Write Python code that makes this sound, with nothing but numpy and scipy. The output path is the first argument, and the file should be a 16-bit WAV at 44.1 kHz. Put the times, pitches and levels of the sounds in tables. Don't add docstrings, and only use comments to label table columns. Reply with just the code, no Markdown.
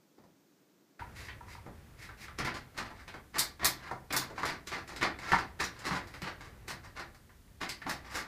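import sys
import numpy as np
from scipy import signal
from scipy.fft import rfft, irfft
from scipy.io import wavfile

SR = 44100
rng = np.random.default_rng(int(sys.argv[2]) if len(sys.argv) > 2 else 0)


def persist_wave(psi):
    counts = np.round(np.clip(psi, -1, 1) * 32767).astype(np.int16)
    wavfile.write(sys.argv[1], SR, np.atleast_2d(counts).T)


N = 364795
GRID = 12288
GRID_HZ = np.maximum(np.arange(GRID // 2 + 1) * SR / GRID, 1)
GRID_S = np.arange(GRID) / SR

# frequency_hz, relative_db
QUIET_TONE = [(18, -68), (30, -36), (71, -30), (176, -5.5), (222, -7.5), (253, -10), (281, -3),
              (426, -11.5), (735, -19), (1410, -23), (2920, -28), (6360, -27.5), (10200, -35.5),
              (15000, -30)]
HALL_TONE = [(18, -61), (30, -3.5), (61, -7), (87, -20), (216, -11), (253, -17), (320, -24), (384, -22),
             (953, -47.5), (3150, -33.5), (3780, -34), (15000, -37.5)]
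STREET_TONE = [(25, -15.5), (50, 2.5), (70, 7), (110, 2.5), (200, -11.5), (400, -13), (900, -18.5),
               (2000, -20), (3000, -29.5), (8000, -42)]
# time_s, level_db
STREET_FADER = [(1.0, -50), (1.6, -53), (2.2, -55.5), (2.7, -54.5), (3.3, -60.5), (5.0, -56), (6.5, -52),
                (7.4, -62), (8.27, -57)]
# frequency_hz, t60_s
HALL_DECAY = [(90, 0.5), (400, 0.4), (1000, 0.28), (2000, 0.3), (3200, 0.24), (5000, 0.25), (8000, 0.16),
              (13000, 0.18)]
# frequency_hz, gain_db
DOOR_EQ = [(40, -7.5), (70, -11), (140, -7), (200, -4), (260, -6.5), (350, -7), (550, -9), (1000, -14),
           (3000, -53.5)]
SHEET_EQ = [(40, -11.5), (300, 2), (500, -5.5), (680, -2.5), (850, -5.5), (1100, -4), (2100, -0.5),
            (2400, -5), (2900, -9), (4600, -9), (7000, -40), (15000, -52)]
CRACKLE_EQ = [(100, -46), (1300, -5.5), (2100, -1.5), (3000, -7.5), (4000, 1), (4900, 1.5), (6200, -3),
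              (8000, -7), (11000, -11), (15000, -14.5)]
# centre_hz, width_hz, boost_db
BODY_PEAKS = [(66, 12, 8), (131, 10, 14), (193, 10, 3.5), (281.5, 30, 5.5), (340.2, 33, 5.5), (777, 41, 5),
              (856, 45, 4), (1014.5, 36, 6.5), (1171, 25, 8), (1350, 59, 2), (1710, 7.4, 5.5),
              (4660, 33, 2.5)]
# pitch_hz, relative_db, t60_s
DOOR_MODES = [(73, -3.5, 0.35), (142, 2.5, .16), (184, 1, 0.25), (283, -10, 0.074), (377, -22, 0.094)]
FLAP_MODES = [(771, -6.5, 0.082), (937, 4.5, 0.045), (1021, 0.5, 0.031), (1170, -0.5, 0.035),
              (1350, -3, 0.049), (1454, -9, 0.042), (1780, -4, 0.037), (2146, -15.5, 0.023)]
# start_s, strength_db
HATCH_BUMPS = [(0.181, -23), (0.238, -24)]
# start_s, strength_db
DOOR_THUMPS = [(1.667, -18), (3.651, -19), (5.031, -23), (5.322, 4), (5.604, -9), (5.909, 2.5),
               (6.223, -5.5), (7.851, -6.5)]
# start_s, strength_db
FLAP_CLACKS = [(1.019, -46), (1.408, -52), (1.48, -57), (1.55, -51.5), (3.911, -40), (5.331, -24.5)]
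# start_s, length_s, strength_db
LETTER_SHOVES = [(1.134, .15, 2), (1.457, 0.12, -3), (1.963, .12, -1), (2.167, 0.099, 0.5)]
# start_s, strength_db, thud_vs_sheet_db, sheet_pitch_hz
PAW_PATS = [(0.995, -0.5, -6, 1350), (1.286, 3, -16, 1970), (1.663, -7, 16, 1090), (2.091, -2.5, 0, 1320),
            (2.283, -0.5, -16, 1330), (2.4, 8.5, 2.5, 1400), (2.905, -0.5, -4, 790), (3.141, 2, -1.5, 1180),
            (3.868, -0.5, -19, 1300), (3.912, 8, -0.5, 690), (4.301, 1.5, 6, 650), (4.38, 8, -1.5, 1080),
            (4.432, 13.5, -0.5, 1170), (4.92, -3.5, 9.5, 800), (5.319, 22, -2.5, 1410),
            (5.909, 13, -4.5, 1030), (7.294, -13, -5, 1500), (7.479, -25.5, 10, 1700), (7.818, 1, -4, 1860),
            (7.866, 9.5, 3, 997)]
# start_s, strength_db, crackle_vs_sheet_db
CLAW_CATCHES = [(2.387, 9.5, -14.5), (2.448, 3, -8.5), (2.777, 4, -11), (3.079, -1.5, -16), (4.106, 6, -19),
                (4.454, 5.5, -7.5), (4.672, -2.5, -2.5), (4.877, -9, -4.5), (4.962, 1.5, -11),
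                (5.012, 7, -16), (5.188, -3, -13), (5.6, 7.5, -18), (5.64, 2, -4.5), (5.791, -12, -2.5),
                (6.14, -3, -15.5), (6.219, 2.5, -13.5), (6.681, 2, -7), (7.614, 5.5, -22),
                (7.692, -0.5, 0.5)]
# start_s, strength_db, rebound_vs_snap_db
SHEET_SNAPS = [(3.384, 4, 4.5), (3.646, 10, -0.5), (4.126, -1.5, -5), (4.165, 7, -11)]
# start_s, length_s, strength_db, crackle_vs_sheet_db
PAW_STROKES = [(2.438, 0.064, 11, -19), (2.533, 0.043, 3.5, -13.5), (2.743, 0.09, 8, -16),
               (2.84, 0.04, -1.5, -19), (2.934, 0.11, -5.5, -15), (3.324, 0.085, 11, -17),
               (3.588, 0.07, 11, -19.5), (3.77, 0.12, 0.5, -17.5), (4.11, 0.055, 14, -29),
               (4.203, 0.033, 3, -32), (4.33, 0.12, 3.5, -14.5), (4.45, 0.082, 10.5, -15),
               (4.656, .15, 11, -16.5), (4.87, 0.1, -0.5, -12.5), (5.008, 0.056, 19.5, -18),
               (5.201, .23, 13.5, -15), (5.588, 0.071, 12.5, -12), (5.689, 0.37, 1.5, -15.5),
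               (5.839, 0.057, 12, -13.5), (5.913, 0.064, 10.5, -15), (6.006, 0.23, -7, -10),
               (6.235, 0.059, 8.5, -18), (6.39, 0.089, -1.5, -14.5), (6.675, 0.045, 4, -10.5),
               (6.833, 0.033, -5.5, -13.5), (6.947, 0.062, 6, -16), (7.101, .075, -16, -10),
               (7.602, 0.041, 9, -14.5), (7.868, 0.066, 9.5, -10), (8.003, 0.26, 2.5, -15),
               (8.099, 0.12, 10.5, -10.5)]


def from_db(db):
    return 10 ** (np.asarray(db) / 20)


def unit_energy(x):
    return x / np.sqrt(np.sum(x ** 2) + 1e-20)


def at_hz(points, hz):
    knots, values = np.transpose(points)
    return np.interp(np.log(np.maximum(hz, 1)), np.log(knots), values)


def causal_impulse(gain):
    cepstrum = irfft(np.log(gain + 1e-9))
    cepstrum[1:GRID // 2] *= 2
    cepstrum[GRID // 2 + 1:] = 0
    return irfft(np.exp(rfft(cepstrum)))


def add(track, start_s, sound):
    start = int(np.clip(round(start_s * SR), 0, N - 1))
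    track[start:start + len(sound)] += sound[:N - start]


def noise_bed(tone):
    hz = np.arange(N // 2 + 1) * SR / N
    spectrum = rfft(rng.standard_normal(N)) * from_db(at_hz(tone, hz))
    return unit_energy(irfft(spectrum, N)) * np.sqrt(N)


def room_tone(quiet_db=-67, hall_db=-62, cut_s=1):
    t = np.arange(N) / SR
    street = from_db(np.interp(t, *np.transpose(STREET_FADER))) * noise_bed(STREET_TONE)
    hall = from_db(hall_db) * noise_bed(HALL_TONE) + street
    quiet = from_db(quiet_db) * noise_bed(QUIET_TONE)
    return np.where(t < cut_s, quiet, hall)


def echo_path(build_s=0.0017, band_count=14):
    centres = np.geomspace(60, 15000, band_count)
    bands = np.array([at_hz(np.c_[centres, solo], GRID_HZ) for solo in np.eye(band_count)])
    attack = np.minimum(GRID_S / build_s, 1)
    decay = from_db(-60 * GRID_S / at_hz(HALL_DECAY, centres)[:, None])
    tails = irfft(rfft(rng.standard_normal(GRID)) * bands) * attack * decay
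    return unit_energy(sum(unit_energy(tail) * np.sqrt(band.mean()) for tail, band in zip(tails, bands)))


def hallway(force, paths, direct_db=-9, wet_db=-2.5, spots=4):
    spot = rng.integers(spots, size=GRID)
    sends = force * (spot == np.arange(spots)[:, None])
    out = from_db(wet_db) * signal.fftconvolve(sends, rng.permutation(paths)[:spots], axes=1).sum(0)
    out[:GRID] += from_db(direct_db) * force
    return out


def buckling(spread_db, points=90):
    ripple = np.c_[np.geomspace(300, 15000, points), rng.standard_normal(points)]
    return from_db(spread_db * at_hz(ripple, GRID_HZ))


def contact(force, sheet_db, thud_db, crackle_db, pitch_hz, tilt_db, buckle_db, sharpness=0.81):
    door = from_db(sheet_db + thud_db + at_hz(DOOR_EQ, GRID_HZ))
    detuning = sharpness * (GRID_HZ / pitch_hz - pitch_hz / GRID_HZ)
    sheet = from_db(sheet_db + at_hz(SHEET_EQ, GRID_HZ)) / np.sqrt(1 + detuning ** 2)
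    high_shelf = np.clip((GRID_HZ - 2400) / 700, 0, 1)
    sheet *= from_db(0.32 * min(sheet_db - 2, 0) * high_shelf)
    top_octaves = np.log2(np.maximum(GRID_HZ / 5000, 1))
    crackle = from_db(sheet_db + crackle_db + at_hz(CRACKLE_EQ, GRID_HZ) + tilt_db * top_octaves)
    colour = np.sqrt(door ** 2 + sheet ** 2 + crackle ** 2) * buckling(buckle_db)
    return signal.fftconvolve(force, causal_impulse(colour)[:GRID // 8])


def slips(per_s, spread_db):
    sizes = from_db(spread_db * np.minimum(rng.exponential(1, GRID), 4)) * rng.choice([-1, 1], GRID)
    return sizes * (rng.random(GRID) < per_s / SR)


def friction(length_s, slips_per_s, spread_db, hiss_db, grip_db, grip_step_s=0.01068):
    grip = np.interp(GRID_S / grip_step_s, np.arange(GRID), rng.uniform(-1.4, 1, GRID))
    pressure = np.sin(np.pi * np.minimum(GRID_S / length_s, 1)) * from_db(grip_db * grip)
    grain = unit_energy(slips(slips_per_s, spread_db))
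    hiss = from_db(hiss_db) * unit_energy(rng.standard_normal(GRID))
    return unit_energy(pressure * (grain + hiss))


def taps(paths, hits, crumple_s, crumple_db, brush_s, brush_db, sharpness):
    out = np.zeros(N)
    pre_roll = GRID // 8
    t = GRID_S - pre_roll / SR
    click = np.roll(irfft(np.exp(-0.5j * np.sqrt(GRID_HZ))), pre_roll)
    for start_s, *voicing in hits:
        brush = unit_energy(rng.standard_normal(GRID) * (t < 0) * np.exp(-abs(t) / brush_s))
        crumple = unit_energy(slips(per_s=6000, spread_db=5.9) * (t > 0) * np.exp(-abs(t) / crumple_s))
        force = unit_energy(from_db(brush_db) * brush + click + from_db(crumple_db) * crumple)
        tap = contact(hallway(force, paths), *voicing, buckle_db=1.5, sharpness=sharpness)
        add(out, start_s - pre_roll / SR, tap)
    return out


def ring(modes, vary_db):
    hz, mode_db, t60_s = np.transpose(modes)[:, :, None]
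    envelopes = from_db(mode_db + vary_db * rng.standard_normal(hz.shape) - 60 * GRID_S / t60_s)
    partials = envelopes * np.sin(2 * np.pi * hz * GRID_S)
    return partials[::2].sum(0) - partials[1::2].sum(0)


def door_body(paper):
    boost_db = sum(db / (1 + (2 * (GRID_HZ - hz) / width) ** 2) for hz, width, db in BODY_PEAKS)
    return signal.fftconvolve(paper, causal_impulse(from_db(boost_db)))[:N]


def hatch_bumps(paths, thud_db=17.5, crackle_db=-13, pitch_hz=965, tilt_db=-7, low_cut_hz=78):
    hits = [(start_s, db, thud_db, crackle_db, pitch_hz, tilt_db) for start_s, db in HATCH_BUMPS]
    bumps = taps(paths, hits, crumple_s=.0024, crumple_db=-3, brush_s=.0032, brush_db=-15, sharpness=.79)
    low_cut = signal.butter(2, low_cut_hz, "high", fs=SR, output="sos")
    return signal.sosfilt(low_cut, bumps + 1e-18)


def door_thumps(trim_db=-37, attack_s=0.004):
    out = np.zeros(N)
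    attack = 1 - np.exp(-GRID_S / attack_s)
    for start_s, db in DOOR_THUMPS:
        add(out, start_s, from_db(db + trim_db) * attack * ring(DOOR_MODES, vary_db=3))
    return out


def flap_clacks(paths, trim_db=28.5):
    out = np.zeros(N)
    for start_s, db in FLAP_CLACKS:
        clack = unit_energy(ring(FLAP_MODES, vary_db=2))
        reverb = hallway(signal.unit_impulse(GRID), paths, direct_db=1, wet_db=-1)
        add(out, start_s, from_db(db + trim_db) * signal.fftconvolve(clack, reverb))
    return out


def letter_slides(paths):
    out = np.zeros(N)
    for start_s, length_s, db in LETTER_SHOVES:
        force = friction(length_s, slips_per_s=1500, spread_db=4, hiss_db=-4, grip_db=4)
        slide = contact(hallway(force, paths), db, thud_db=-6.5, crackle_db=-13,
                        pitch_hz=2200, tilt_db=1, buckle_db=0, sharpness=1.86)
        add(out, start_s, slide)
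    return out


def paw_pats(paths, crackle_db=-25.5, tilt_db=-3):
    hits = [(start_s, db, thud_db, crackle_db, hz, tilt_db) for start_s, db, thud_db, hz in PAW_PATS]
    return taps(paths, hits, crumple_s=.0046, crumple_db=-0.5, brush_s=.0028, brush_db=-6, sharpness=1.5)


def claw_catches(paths, thud_db=2, pitch_hz=2200, tilt_db=-2):
    hits = [(start_s, db, thud_db, crackle, pitch_hz, tilt_db) for start_s, db, crackle in CLAW_CATCHES]
    return taps(paths, hits, crumple_s=.0045, crumple_db=-1.5, brush_s=.0043, brush_db=-11, sharpness=.8)


def sheet_snaps(paths, trim_db=-0.5, thud_db=-7, crackle_db=0.5, pitch_hz=955, tilt_db=6, whip_s=0.008):
    voicing = (thud_db, crackle_db, pitch_hz, tilt_db)
    hits = []
    for start_s, db, rebound_db in SHEET_SNAPS:
        hits.append((start_s, db + trim_db, *voicing))
        hits.append((start_s + whip_s, db + trim_db + rebound_db, *voicing))
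    return taps(paths, hits, crumple_s=.0037, crumple_db=-2.5,
                brush_s=.0021, brush_db=-15, sharpness=1.4)


def paw_strokes(paths, firm_db=10, plain_crackle_db=-10.5):
    out = np.zeros(N)
    for start_s, length_s, db, crackle_db in PAW_STROKES:
        slips_per_s = 700 * from_db(0.8 * (db - firm_db))
        force = friction(length_s, slips_per_s, spread_db=5.5, hiss_db=-7, grip_db=6)
        tilt_db = -0.5 + 0.9 * (crackle_db - plain_crackle_db)
        stroke = contact(hallway(force, paths), db, thud_db=-3, crackle_db=crackle_db,
                         pitch_hz=1300, tilt_db=tilt_db, buckle_db=1.46)
        add(out, start_s, stroke)
    return out


def scene():
    paths = np.array([echo_path() for _ in range(10)])
    swats = paw_pats(paths) + claw_catches(paths) + sheet_snaps(paths)
    paper = swats + paw_strokes(paths) + letter_slides(paths)
    knocks = flap_clacks(paths) + door_thumps() + hatch_bumps(paths)
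    return (door_body(paper) + knocks + room_tone())[None]


def record(dry):
    return signal.sosfilt(signal.ellip(12, .2, 80, 15100, fs=SR, output="sos"), dry)


dry = scene()
out = record(dry)
persist_wave(out)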